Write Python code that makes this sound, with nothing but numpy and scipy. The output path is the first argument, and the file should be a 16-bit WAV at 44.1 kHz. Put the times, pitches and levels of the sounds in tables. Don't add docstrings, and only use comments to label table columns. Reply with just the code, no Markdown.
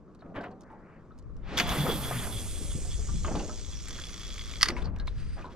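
import sys
import numpy as np
from scipy import signal
from scipy.fft import rfft, irfft, next_fast_len
from scipy.io import wavfile
from scipy.ndimage import uniform_filter1d, map_coordinates

SR = 44100
rng = np.random.default_rng(int(sys.argv[2]) if len(sys.argv) > 2 else 0)


def store_pcm(level_fs):
    pcm = np.round(np.clip(level_fs, -1, 1) * 32767).astype(np.int16)
    wavfile.write(sys.argv[1], SR, np.atleast_2d(pcm).T)


def ratio(d):
    e = np.asarray(d, float) / 20
    return 10 ** e


N = 244755

# t/s, coil rate/Hz, hiss level/dB
LINE_RUN = [
    (1.57, 164, -43),
    (1.72, 137, -35.5),
    (1.87, 150, -34.5),
    (2.18, 119, -36.5),
    (2.55, 97.5, -39.5),
    (3.0, 70.3, -43.5),
    (3.5, 59, -45.5),
    (4.1, 54.2, -47.5),
    (4.612, 55, -48.5),
]
# f/share of centre, level/dB
HISS_SPECTRUM = [(.1, -14), (.3, -4.5), (.55, -3.5), (.8, 3.5), (1.0, 9), (1.2, 4), (1.5, -11), (2.01, -24),
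                 (3, -21)]
HISS_HZ, HISS_HZ_PER_COIL, HISS_TOP_HZ = 2200, 69.9, 12400
HISS_SPREADS = 0.23
SLAP_SHARE, SLAP_GROWS = 0.06, 0.17
SLAP_SOFT_S = 0.002
SLACK_S, SLACK_WIDTH_S, SLACK_DB = 1.655, 0.016, 33
BUMP_S, BUMP_WIDTH_S, BUMP_DB = 5.2, 0.016, 4
# t/s, level/dB
RIM_TOUCHES = [(1.574, -28.5), (1.7, -34), (1.8, -34.5), (1.91, -33), (2.04, -40), (2.19, -40),
               (2.38, -42.5), (2.33, -43.5), (2.5, -48.5), (2.56, -49), (2.71, -46), (2.92, -46),
               (3.14, -55), (3.178, -58), (3.4, -56), (3.53, -63), (3.588, -59), (3.73, -49.5), (3.82, -62),
               (3.935, -51), (3.958, -52), (4.05, -58), (4.132, -56), (4.246, -50), (4.31, -58),
               (4.395, -50), (4.506, -55.5), (4.565, -49.5), (4.267, -54), (4.43, -53), (2.62, -56),
               (1.945, -48), (2.085, -47)]
RIM_RISE_DB_S, RIM_FALL_DB_S = 488, 273
# t/s, level/dB
RIM_STEADY = [(1.57, -47.5), (2.9, -62), (3.8, -55), (4.05, -48), (4.6, -49.5)]
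TICKING_DB = 0.5
# f/Hz, width/Hz, level/dB
SPOOL_MODES = [(1178, 190, -6.5), (2180, 600, -9), (3385, 106, 3), (4700, 260, -8)]
# f/Hz, width/Hz, level/dB
FLANGE_MODES = [(10600, 35, 1), (12000, 60, -9), (13260, 33, -8.5)]
# t/s, peak level/dB
COIL_KNOCKS = [(3.585, -50), (3.6462, -41), (3.724, -43), (3.8014, -42), (3.8493, -56), (3.8702, -43),
               (3.9066, -36), (3.9275, -42), (3.9535, -39), (3.9888, -51), (4.0132, -38), (4.0373, -35),
               (4.0585, -41), (4.0922, -36.5), (4.1281, -41), (4.169, -40), (4.2094, -41), (4.2314, -38),
               (4.2841, -39), (4.3032, -35), (4.3242, -39), (4.3416, -38), (4.3571, -41), (4.3786, -33),
               (4.3927, -31), (4.4115, -32.5), (4.4474, -43), (4.4813, -44), (4.5013, -41), (4.5182, -40),
               (4.536, -33), (4.5562, -33), (4.5716, -39)]
# f/Hz, width/Hz, level/dB
RIM_MODES = [(1243, 120, -3.5), (2180, 240, -1.5), (3390, 184, 4), (4700, 550, -6.5), (6500, 2900, -22)]

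# t/s, peak level/dB, low part level/dB
RELEASE_BLOWS = [
    (1.573, -26, -18),
    (1.5775, -11, -4),
    (1.5865, -9, -4.5),
    (1.5981, -8.5, 4),
    (1.605, -16, -25),
    (1.639, -32, -15),
    (1.6913, -19, -23),
]
RELEASE_T60_S = 0.024
# f/Hz, width/Hz, level/dB
GUIDE_MODES = [(1500, 330, -3), (2300, 790, -3), (2960, 150, -1), (3380, 310, -6.5), (4500, 190, -3),
               (6360, 780, -9.5), (11800, 980, -11.5)]
# t/s, peak level/dB, low part level/dB, t60/s
BAIL_BLOWS = [
    (4.6104, -17.5, -1, 0.024),
    (4.6184, -9, -13.5, 0.02),
    (4.6288, 2.5, -6.5, 0.022),
    (4.6312, -7, 0, 0.0099),
    (4.6374, -44, -30, 0.014),
    (4.6563, -22, 4.5, 0.05),
    (4.676, -27.5, 1, 0.02),
    (4.6835, -14, -9, 0.023),
    (4.686, -10.5, -3.5, 0.021),
    (4.7024, -27, 7.5, 0.023),
]
# f/Hz, width/Hz, level/dB
BAIL_MODES = [(1200, 420, -6.5), (2010, 230, 0.5), (3150, 930, -10.5), (4440, 250, -3.5), (4930, 480, -1.5),
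              (6100, 920, -14.5), (8700, 400, -11.5), (10800, 1700, -24)]
PART_LOW_HZ = 420
# start t/s, end t/s, f/Hz, level/dB
SPRING_SQUEAK = (4.716, 4.764, 5600, -57)
# t/s, level/dB, hold/s, gear tone share/0-1
CRANK_STROKES = [
    (4.777, -47, .01, 0.32),
    (5.085, -56, .01, 0.3),
    (5.17, -57.5, .03, 0.2),
    (5.192, -60.5, 0.17, 0.62),
    (5.31, -62.5, 0.036, 0.1),
    (5.403, -58, 0.043, 0),
    (5.508, -58.5, 0.03, .1),
]
RUB_RISE_DB_S, RUB_FALL_DB_S = 446, 253
# f/Hz, level/dB
SCUFF_SPECTRUM = [(600, -23), (1500, 0), (3000, -7.5), (6000, -13), (9000, -22.5), (13000, -28.5)]
# f/Hz, width/Hz, level/dB
GEAR_MODES = [(4800, 350, -1), (8600, 500, -3), (10400, 400, -9)]

# t/s, level/dB, upper edge f/Hz
CAST_SWISH = [(1.34, -72, 2000), (1.41, -64, 2800), (1.48, -46, 4430), (1.565, -38.5, 6840),
              (1.6, -26.5, 6600), (1.64, -39, 4500), (1.72, -30.5, 4730), (1.9, -41.5, 3230),
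              (2.27, -47.5, 2520), (2.5, -56, 2000)]
# t/s, level/dB, upper edge f/Hz
BACK_SWISH = [(.58, -58, 1500), (.7, -57, 2600), (.8, -59, 2300), (.88, -56.5, 2830), (.97, -59, 2980),
              (1.02, -65, 2300), (1.08, -76, 1500)]
# t/s, level/dB
BLANK_HUM = [(1.73, -49), (1.79, -37.5), (1.822, -29), (1.88, -43), (1.95, -41), (2.03, -38.5),
             (2.115, -40), (2.175, -30), (2.28, -49), (2.352, -35), (2.46, -40), (2.54, -61)]
HUM_RISE_DB_S, HUM_FALL_DB_S, HUM_OCTAVE_DB = 226, 354, -10.5

# t/s, peak level/dB, f/Hz
DRY_TICKS = [(0.1487, -52, 4130), (0.608, -48, 6560), (0.618, -52, 5450), (0.634, -54, 4300),
             (1.178, -56, 5050), (1.187, -48, 6500), (1.195, -53, 4620), (1.2244, -60, 4830),
             (1.366, -53.5, 5450), (1.723, -38, 4250), (3.884, -28, 7340), (3.907, -32, 5800),
             (4.7641, -48, 5100), (4.825, -41.5, 4160), (4.961, -52, 6020), (4.963, -46, 2440),
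             (5.057, -60, 6000), (4.986, -46, 3950), (5.0724, -34.5, 4120), (5.4644, -51, 4800),
             (5.5294, -67, 5200)]
DRY_T60_S, DRY_CRACK_SHARE = 0.03, 0.6
# t/s, peak level/dB, f/Hz
RINGING_TICKS = [(0.193, -66, 4430), (0.2054, -59, 4000), (0.514, -61, 4400), (1.119, -66, 3800),
                 (4.8173, -44, 3500), (4.844, -45, 4740), (4.855, -40, 4410), (4.999, -41, 4100),
                 (5.0796, -39.5, 3800), (5.4555, -51, 3930), (5.517, -55, 3380)]
RINGING_T60_S, RINGING_CRACK_SHARE = 0.07, 0.12

# t/s, level/dB, hold/s, brightness/dB
HULL_SLOPS = [(0.245, -47.5, 0.2, -13.5), (0.348, -46, 0.01, 0), (0.359, -38.5, 0.0195, -0.5),
              (.41, -51, .025, 0), (0.432, -40.5, 0.0057, 2.5), (0.48, -49, 0.01, -25),
              (0.712, -60, 0.054, -10.5), (1.515, -38, 0.066, -13.5), (1.55, -43, 0.022, -8),
              (1.73, -40, 0.077, -1.5), (1.849, -30, 0.068, -5), (1.94, -42.5, 0.2, 10),
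              (2.12, -44.5, 0.15, 15), (2.615, -47.5, 0.013, -20.5), (2.762, -51, 0.014, -18),
              (3.08, -61, 0.019, -16), (3.261, -35.5, 0.055, -6.5), (3.347, -32, 0.025, -8),
              (3.387, -34.5, 0.018, -9), (3.493, -51.5, 0.029, -16), (3.89, -56, 0.22, -10),
              (4.198, -67, 0.14, -10), (4.517, -57, 0.27, -19), (4.675, -37, 0.03, -3.5),
              (4.777, -42.5, 0.091, -2), (4.943, -51, 0.07, 2), (5.374, -45.5, 0.037, -4.5)]
SLOP_RISE_DB_S, SLOP_FALL_DB_S, DULLS_DB_S = 907, 131, 53.5
# f/Hz, density/dB per Hz
SLOP_SPECTRUM = [(71, -9.5), (275, -3), (700, -9), (1500, -12), (3060, -25.5), (7000, -59.5), (12000, -81),
                 (22000, -120)]
# t/s, level/dB
LAPPING = [(0, -56), (.6, -54), (1.4, -58), (2.4, -45), (3.2, -55.5), (3.75, -55.5), (5.0, -56.5),
           (5.35, -59.5), (5.55, -50.5)]
LAP_BRIGHT_DB = -18
# t/s, peak level/dB, f/Hz, t60/s
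AIR_POCKETS = [(0.224, -39, 665, 0.071), (0.221, -39, 1297, 0.11), (0.25, -48, 1240, 0.18),
               (0.262, -41, 676, 0.35), (0.3, -43, 760, 0.13), (0.357, -30, 638, 0.19),
               (0.378, -24.5, 590, 0.11), (0.408, -28, 688, 0.18), (0.4, -35.5, 1545, 0.2),
               (0.436, -26, 616, 0.072), (0.458, -33, 715, 0.2), (0.505, -40, 755, .3),
               (0.343, -37, 1170, .1), (0.482, -31, 202, 0.17), (0.701, -41, 885, 0.35),
               (0.73, -39, 832, 0.17), (1.107, -44, 1274, 0.1), (1.6, -25.5, 701, 0.44),
               (1.72, -24.5, 1130, 0.094), (1.855, -23.5, 516, 0.17), (1.865, -16.5, 1252, 0.044),
               (1.89, -18.5, 462, 0.12), (2.11, -18, 707, 0.041), (2.112, -26.5, 1226, 0.16),
               (2.29, -39, 983, 0.13), (4.692, -26.5, 347, 0.37), (4.7, -33, 474, .15),
               (4.715, -28.5, 243, 0.3), (2.607, -35, 406, 0.12), (2.85, -40, 715, 0.16),
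               (2.99, -37, 427, 0.27), (3.087, -35, 1170, 0.14), (3.246, -23.5, 1208, 0.066),
               (3.262, -30, 1100, 0.089), (3.246, -29, 1550, .06), (3.247, -39, 2130, 0.058),
               (3.247, -34.5, 3080, 0.067), (3.31, -27, 333, .15), (3.248, -20, 592, 0.038),
               (3.282, -19, 625, 0.07), (3.28, -25, 449, 0.11), (3.278, -40, 2580, 0.1),
               (3.393, -38, 2750, .15), (3.352, -22.5, 830, 0.1), (3.4, -30, 797, 0.083),
               (3.489, -35, 604, 0.35), (3.493, -35.5, 1284, 0.15), (4.766, -32, 982, 0.23),
               (5.078, -26.5, 1004, 0.024), (5.368, -40, 716, 0.1), (5.39, -37, 1200, .15),
               (5.421, -44, 2460, .1), (5.443, -25.5, 998, 0.094), (5.455, -36.5, 1068, 0.19),
               (5.47, -37.5, 948, 0.22)]
# t/s, peak level/dB, f/Hz, t60/s
MORE_POCKETS = [
    (4.7658, -28.5, 2200, 0.091),
    (4.994, -40.5, 1620, 0.2),
    (5.0766, -24.5, 2200, 0.015),
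]
# t/s, level/dB, f/Hz, t60/s
SPRAY_BURSTS = [(0.3478, -65, 7960, 0.036), (0.3597, -75, 8350, 0.041), (0.408, -52, 3880, 0.1),
                (0.411, -65, 8000, 0.088), (0.357, -44, 1702, 0.12), (0.4357, -41, 1684, .07),
                (0.7, -56, 1020, .1), (0.509, -66, 6500, .05), (0.716, -64, 9800, .03),
                (3.246, -39, 2840, 0.078), (3.275, -43, 2600, 0.1), (3.3518, -39.5, 3550, 0.13),
                (3.392, -45, 2790, 0.19), (3.394, -42, 3850, .1), (3.425, -51, 2980, 0.075),
                (3.4817, -45, 3220, 0.046), (3.87, -48.5, 1786, 0.61), (3.984, -33.5, 1500, 0.057)]

# t/s, level/dB
GUSTS = [(0, -64), (.45, -65.5), (1.0, -67), (1.16, -56), (1.37, -42.5), (1.59, -46), (1.7, -38.5),
         (2.04, -43.5), (2.3, -40.5), (2.63, -40), (2.89, -39), (3.17, -34), (3.57, -45), (4.2, -46),
         (4.64, -43.5), (4.9, -36.5), (5.33, -39.5), (5.55, -57.5)]
# f/Hz, level/dB
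BUFFET_SPECTRUM = [(12, -5), (30, -1.5), (60, -2.5), (100, -8.5), (200, -31), (600, -47.5), (2500, -91),
                   (8000, -120)]
# t/s, level/dB
CLOTH_THUMPS = [(1.26, -42), (1.686, -42), (1.86, -41), (1.97, -45), (2.05, -49), (2.165, -36), (4.69, -41),
                (4.86, -39), (5.2, -42), (2.608, -36.5), (2.65, -43), (2.753, -29), (2.98, -45),
                (3.089, -29), (3.142, -26.5), (3.185, -48), (3.232, -35)]
THUMP_RISE_DB_S, THUMP_FALL_DB_S = 2500, 448
# f/Hz, level/dB
THUMP_SPECTRUM = [(25, -9), (60, -2), (150, 5), (400, -18.5), (800, -44), (4000, -120)]
# t/s, level/dB
CLOTH_FLAPS = [(.45, -67), (1.62, -35.5), (1.8, -30.5), (1.97, -47), (2.19, -38.5), (3.17, -46.5),
               (3.34, -36), (4.7, -56), (4.88, -40), (5.3, -49.5)]
FLAP_RISE_DB_S, FLAP_FALL_DB_S = 162, 132
# f/Hz, level/dB
CLOTH_SPECTRUM = [(30, -34), (70, -12), (110, -8), (170, 3), (260, -7), (500, -55), (1500, -64.5),
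                  (8000, -120)]
CLOTH_DB, CLOTH_GROWS = -54.5, 0.073
# f/Hz, density/dB per Hz
SEA_SPECTRUM = [(70, -26), (170, 0), (400, -7), (800, -22), (1150, -12), (1900, -29), (3000, -39),
                (7000, -42), (15500, -57)]
SEA_DB = -56

# f/Hz, likeness/0-1
PORT_LIKENESS = [(90, 1), (250, 0.97), (1000, 0.81), (3000, 0.87), (6000, 0.87), (10000, 0.47),
                 (15000, 0.22)]
# f/Hz, level/dB
PORT_TILT = [(60, 2), (200, 0), (700, .5), (2300, 2), (4400, -2), (8100, -7), (15000, -11)]
# f/Hz, phase/rad
PORT_LEAD = [(100, 0), (780, -.1), (4000, -.8), (7000, -1.3), (9500, -1.7), (12000, -3.2), (15500, -4.1)]
# f/Hz, level/dB
CAPSULE = [(6000, -2), (9000, -6.5), (12500, -9.5), (14000, -11.5), (15700, -19), (15900, -49)]


def line():
    coils, hiss_db = curves(LINE_RUN)
    bump = lambda s, width: np.exp(-((np.arange(N) / SR - s) / width) ** 4)
    hiss_db = hiss_db - SLACK_DB * bump(SLACK_S, SLACK_WIDTH_S) + BUMP_DB * bump(BUMP_S, BUMP_WIDTH_S)

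    phase = np.cumsum(2 * coils * (1 + 0.097 * wobble(40))) / SR
    count = phase.astype(int)
    contacts = count[-1] + 1
    size_db = 2 * rng.standard_normal(contacts).clip(-2, 1.5) - 5 * (np.arange(contacts) % 2)
    since_s = (phase % 1) / (2 * coils)
    slap = ratio(size_db)[count] * ratio(-60 * since_s / 0.022)
    slap = unit(uniform_filter1d(slap, size=int(SLAP_SOFT_S * SR)))
    share = np.clip(SLAP_SHARE + SLAP_GROWS * np.log2(coils.max() / coils), 0, 1)
    gate = 1 - share + share * slap

    def hiss_shape(hz, t):
        centre = np.minimum(HISS_HZ + HISS_HZ_PER_COIL * curves(LINE_RUN, t)[0], HISS_TOP_HZ)
        return along(HISS_SPECTRUM, (hz / centre) ** (centre / HISS_TOP_HZ) ** HISS_SPREADS)

    hiss = rush(hiss_shape, patchy_db=2.5)
    rubbing = noise_pair() * ratio(1.9 * wobble(45)) * gate * (0.62 + 0.31 * slap)
    rim = unit(filtered(rubbing, resonances(SPOOL_MODES)))
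    flange = unit(filtered(noise_pair() * ratio(4 * wobble(22)), lambda f: resonances(FLANGE_MODES)(f) ** 2))
    ticks = unit(filtered(noise_pair() * slap, lambda f: f / (f + 1500j) / (1 + (f / 11000) ** 4)))
    lip = unit(filtered(noise_pair() * (0.4 + 0.52 * slap), resonances(SPOOL_MODES[2:3])))
    touch = swells(RIM_TOUCHES, RIM_RISE_DB_S, RIM_FALL_DB_S).sum(0) * (lip + ratio(-7.5) * rim)
    steady = ratio(curves(RIM_STEADY)[0]) * (rim + ratio(TICKING_DB) * ticks + ratio(-20.5) * flange)
    return during(LINE_RUN) * (ratio(hiss_db) * gate * hiss + touch + steady)


def strikes():
    out, t = np.zeros((2, N)), np.arange(SR // 40) / SR
    for s, db in COIL_KNOCKS:
        contact = ratio(-60 * t / 0.018) * (1 - np.exp(-t / 0.00065)) * noise_pair(len(t))
        contact[0, 40] += 4.5
        add(out, s, ratio(db + 13.5) * contact)
    return filtered(out, resonances(RIM_MODES))


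def reel():
    strokes = swells(CRANK_STROKES, RUB_RISE_DB_S, RUB_FALL_DB_S)
    grain = lambda: noise_pair() * ratio(2.0 * wobble(110))
    scuff = unit(filtered(grain(), lambda f: ratio(along(SCUFF_SPECTRUM, f))))
    gears = unit(filtered(grain(), lambda f: resonances(GEAR_MODES)(f) ** 2))
    gear_level = 2.35 * np.transpose(CRANK_STROKES)[-1] ** 2 @ strokes
    crank = strokes.sum(0) * scuff + gear_level * gears

    release = knocked([row + (RELEASE_T60_S,) for row in RELEASE_BLOWS], GUIDE_MODES, tail_db=-14.0)
    bail = knocked(BAIL_BLOWS, BAIL_MODES, tail_db=-16.0)
    start, end, hz, db = SPRING_SQUEAK
    tone = np.sin(2 * np.pi * hz * np.arange(N) / SR)
    squeak = ratio(db) * during([[start], [end]]) * tone * [[1], [0]]
    return release + bail + squeak + crank


def knocked(blows, modes, tail_db):
    high, low, t = np.zeros((2, N)), np.zeros((2, N)), np.arange(SR // 16) / SR
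    for s, db, low_db, t60 in blows:
        decay = ratio(-60 * t / t60) + ratio(tail_db - 60 * t / 0.12)
        blow = noise_pair(len(t)).clip(-1.5, 1.5) * (1 - np.exp(-t / 0.00024)) * decay
        blow[0, 50] += 6
        add(high, s, ratio(db + 4.0) * blow)
        add(low, s, ratio(db + low_db + 7.5) * blow)
    wide = lambda f: ratio(-17.0) * (f / 1300) ** 3 / (1 + (f / 1300) ** 3) / (1 + (f / 7000) ** 2)
    low_part = filtered(low, lambda f: resonances(modes[:3])(f) * (f / (f - 1j * PART_LOW_HZ)) ** 2)
    return low_part + filtered(high, lambda f: resonances(modes[3:])(f) + wide(f))


def rod():
    level = swells(BLANK_HUM, HUM_RISE_DB_S, HUM_FALL_DB_S).sum(0)
    turn = 2 * np.pi * np.cumsum(curves(LINE_RUN)[0]) / SR
    hum = np.sqrt(2) * level * (np.sin(turn) + ratio(HUM_OCTAVE_DB) * np.sin(2 * turn))
    return swish(BACK_SWISH, steep=4.5) + swish(CAST_SWISH, steep=1.2) + hum * [[1], [0]]


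def swish(rows, steep):
    def shape(hz, t):
        bass_db = -7 * np.log2(350 / (hz + 30)).clip(0)
        return bass_db - 18 * np.minimum((hz / curves(rows, t)[1]) ** steep, 6)

    return during(rows, 0.026) * ratio(curves(rows)[0]) * rush(shape, patchy_db=1.0)


def tackle():
    out, t = np.zeros((2, N)), np.arange(SR // 12) / SR
    dry_ticks = [row + (DRY_T60_S, DRY_CRACK_SHARE) for row in DRY_TICKS]
    ringing = [row + (RINGING_T60_S, RINGING_CRACK_SHARE) for row in RINGING_TICKS]
    for s, db, hz, t60, share in dry_ticks + ringing:
        rough = uniform_filter1d(noise_pair(len(t)), size=60, axis=1)
        ring = (0.39 + 6 * rough) * np.sin(2 * np.pi * hz * t) * ratio(-60 * t / t60) * (1 - np.exp(-t / 0.00009))
        edge = uniform_filter1d(noise_pair(len(t)), size=5, axis=1)
        crack = 1.84 * edge * np.sin(2 * np.pi * 0.9 * hz * t) * ratio(-60 * t / 0.03)
        add(out, s, ratio(db + 1.5) * ((1 - share) * ring + share * crack))
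    return out


def water():
    return slops() + pockets()


def slops():
    t = np.arange(0, N, 64) / SR
    each = swells(HULL_SLOPS, SLOP_RISE_DB_S, SLOP_FALL_DB_S, t)
    lap = ratio(curves(LAPPING, t)[0])
    fresh_db = np.array([b - DULLS_DB_S * (t - s).clip(0) for s, _, _, b in HULL_SLOPS]).clip(LAP_BRIGHT_DB)
    level = each.max(0) + lap
    power = (each ** 2).sum(0) + lap ** 2
    colour_db = ((each ** 2 * fresh_db).sum(0) + lap ** 2 * LAP_BRIGHT_DB) / power

    def shape(hz, at):
        bright_db = np.clip(np.interp(at, t, colour_db), -20, 1) + 5
        return along(SLOP_SPECTRUM, hz) + bright_db * np.log2(hz / 500 + 0.00078).clip(0, 2.5) / 0.9

    slop = rush(shape, patchy_db=2.0)
    return np.interp(np.arange(N) / SR, t, level) * ratio(-1.5 + 1.9 * wobble(110)) * slop


def pockets():
    out, t = np.zeros((2, N)), np.arange(SR // 8) / SR
    smooth = lambda a, b: uniform_filter1d(uniform_filter1d(noise_pair(len(t)), size=a), size=b)
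    for s, db, hz, t60 in AIR_POCKETS + MORE_POCKETS:
        rough = [[.85], [0]] + 5 * smooth(50, 30)
        pocket = rough * np.sin(2 * np.pi * np.cumsum(hz * (1 + 0.066 * t / t60)) / SR)
        slap = 1.1 * smooth(10, 7) * ratio(-60 * t / 0.023)
        add(out, s, ratio(db - 5.5 - 60 * t / t60) * (1 - np.exp(-t / 0.00049)) * (pocket + slap))
    return out


def spray():
    out, t = np.zeros((2, N)), np.arange(SR // 6) / SR
    for s, db, hz, t60 in SPRAY_BURSTS:
        drops = unit(uniform_filter1d(noise_pair(len(t)), size=int(8e4 / hz), axis=1))
        level = ratio(db - 60 * t / t60) * (1 - np.exp(-t / 0.0012))
        add(out, s, level * drops * np.sin(2 * np.pi * hz * t))
    return out


def wind():
    gust_db, = curves(GUSTS)
    noise = lambda shape: unit(filtered(noise_pair(), lambda hz: ratio(along(shape, hz))))
    lumps = ratio(1.53 * np.array([wobble(6.4), wobble(14)]))
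    buffet = ratio(gust_db + [[9], [6]]) * unit(lumps * noise(BUFFET_SPECTRUM))
    thumps = swells(CLOTH_THUMPS, THUMP_RISE_DB_S, THUMP_FALL_DB_S).sum(0) * noise(THUMP_SPECTRUM)
    rumble = ratio(CLOTH_DB + CLOTH_GROWS * (gust_db - gust_db.mean()))
    flaps = swells(CLOTH_FLAPS, FLAP_RISE_DB_S, FLAP_FALL_DB_S).sum(0)
    return buffet + thumps, (rumble + flaps) * noise(CLOTH_SPECTRUM)


def sea():
    return ratio(SEA_DB) * rush(lambda hz, t: along(SEA_SPECTRUM, hz), patchy_db=1.5)


def ports(pair):
    turn = lambda hz: np.arccos(np.clip(along(PORT_LIKENESS, hz), 0, 1)) / 2
    mid, side = filtered(pair, lambda hz: np.array([np.cos(turn(hz)), np.sin(turn(hz))]))
    half = lambda hz: ratio(along(PORT_TILT, hz) / 2) * np.exp(.5j * along(PORT_LEAD, hz))
    return filtered(np.array([mid + side, mid - side]), lambda hz: np.array([half(hz), 1 / half(hz)]))


def noise_pair(n=N):
    return rng.standard_normal((2, n))


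def unit(x):
    return x / np.sqrt(np.mean(x ** 2) + 1e-20)


def along(points, hz):
    f, v = np.transpose(points)
    return np.interp(np.log(hz + 1e-3), np.log(f), v)


def curves(rows, times=None):
    s, *cols = np.transpose(rows)
    return [np.interp(np.arange(N) / SR if times is None else times, s, c) for c in cols]


def during(rows, fade=0.0015):
    t = np.arange(N) / SR
    return np.clip(np.minimum(t - rows[0][0], rows[-1][0] - t) / fade, 0, 1)


def swells(rows, rise, fall, times=None):
    t = np.arange(N) / SR if times is None else times
    gains = []
    for s, db, *hold in rows:
        end = s + sum(hold[:1])
        ramp_db = np.minimum(rise * (t - s), fall * (end - t))
        gains.append(ratio(db + np.minimum(ramp_db, 0)))
    return np.array(gains)


def wobble(rate):
    return map_coordinates(rng.standard_normal(int(N * rate / SR) + 4), [np.arange(N) * rate / SR])


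def filtered(x, response):
    m = next_fast_len(N + 8192)
    return irfft(rfft(x, m) * response(np.fft.rfftfreq(m, 1 / SR)), m)[..., :N]


def resonances(modes):
    def response(f):
        return sum((-1) ** k * ratio(db) * 1j * f * w / (c * c - f * f + 1j * f * w)
                   for k, (c, w, db) in enumerate(modes))
    return response


def rush(shape_db, patchy_db):
    hz, t, z = signal.stft(noise_pair(), SR, nperseg=512)
    field = rng.standard_normal(z.shape[1:])
    field = uniform_filter1d(uniform_filter1d(field, size=5, axis=0), size=5, axis=1)
    gain = ratio(shape_db(hz[:, None], t[None]) + patchy_db * unit(field) + 0 * t)
    gain = gain / np.sqrt(np.mean(gain ** 2, axis=0))
    return unit(signal.istft(z * gain, SR, nperseg=512)[1][:, :N])


def add(track, s, sound):
    piece = track[:, round(s * SR):round(s * SR) + sound.shape[1]]
    piece += sound[:, :piece.shape[1]]


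def scene():
    buffet, cloth = wind()
    background = cloth + sea()
    cast = line() + strikes() + rod()
    boat = water() + spray() + tackle()
    return ports(cast + boat + reel() + background) + buffet


def roll_off(x):
    return signal.sosfilt(signal.butter(12, 16500, fs=SR, output="sos"), x)


def record(dry):
    loud = np.tanh(dry / 3) * 3
    mix = filtered(loud, lambda hz: ratio(along(CAPSULE, hz))).clip(-.97, .97)
    return roll_off(mix)


dry = scene()
out = record(dry)
store_pcm(out)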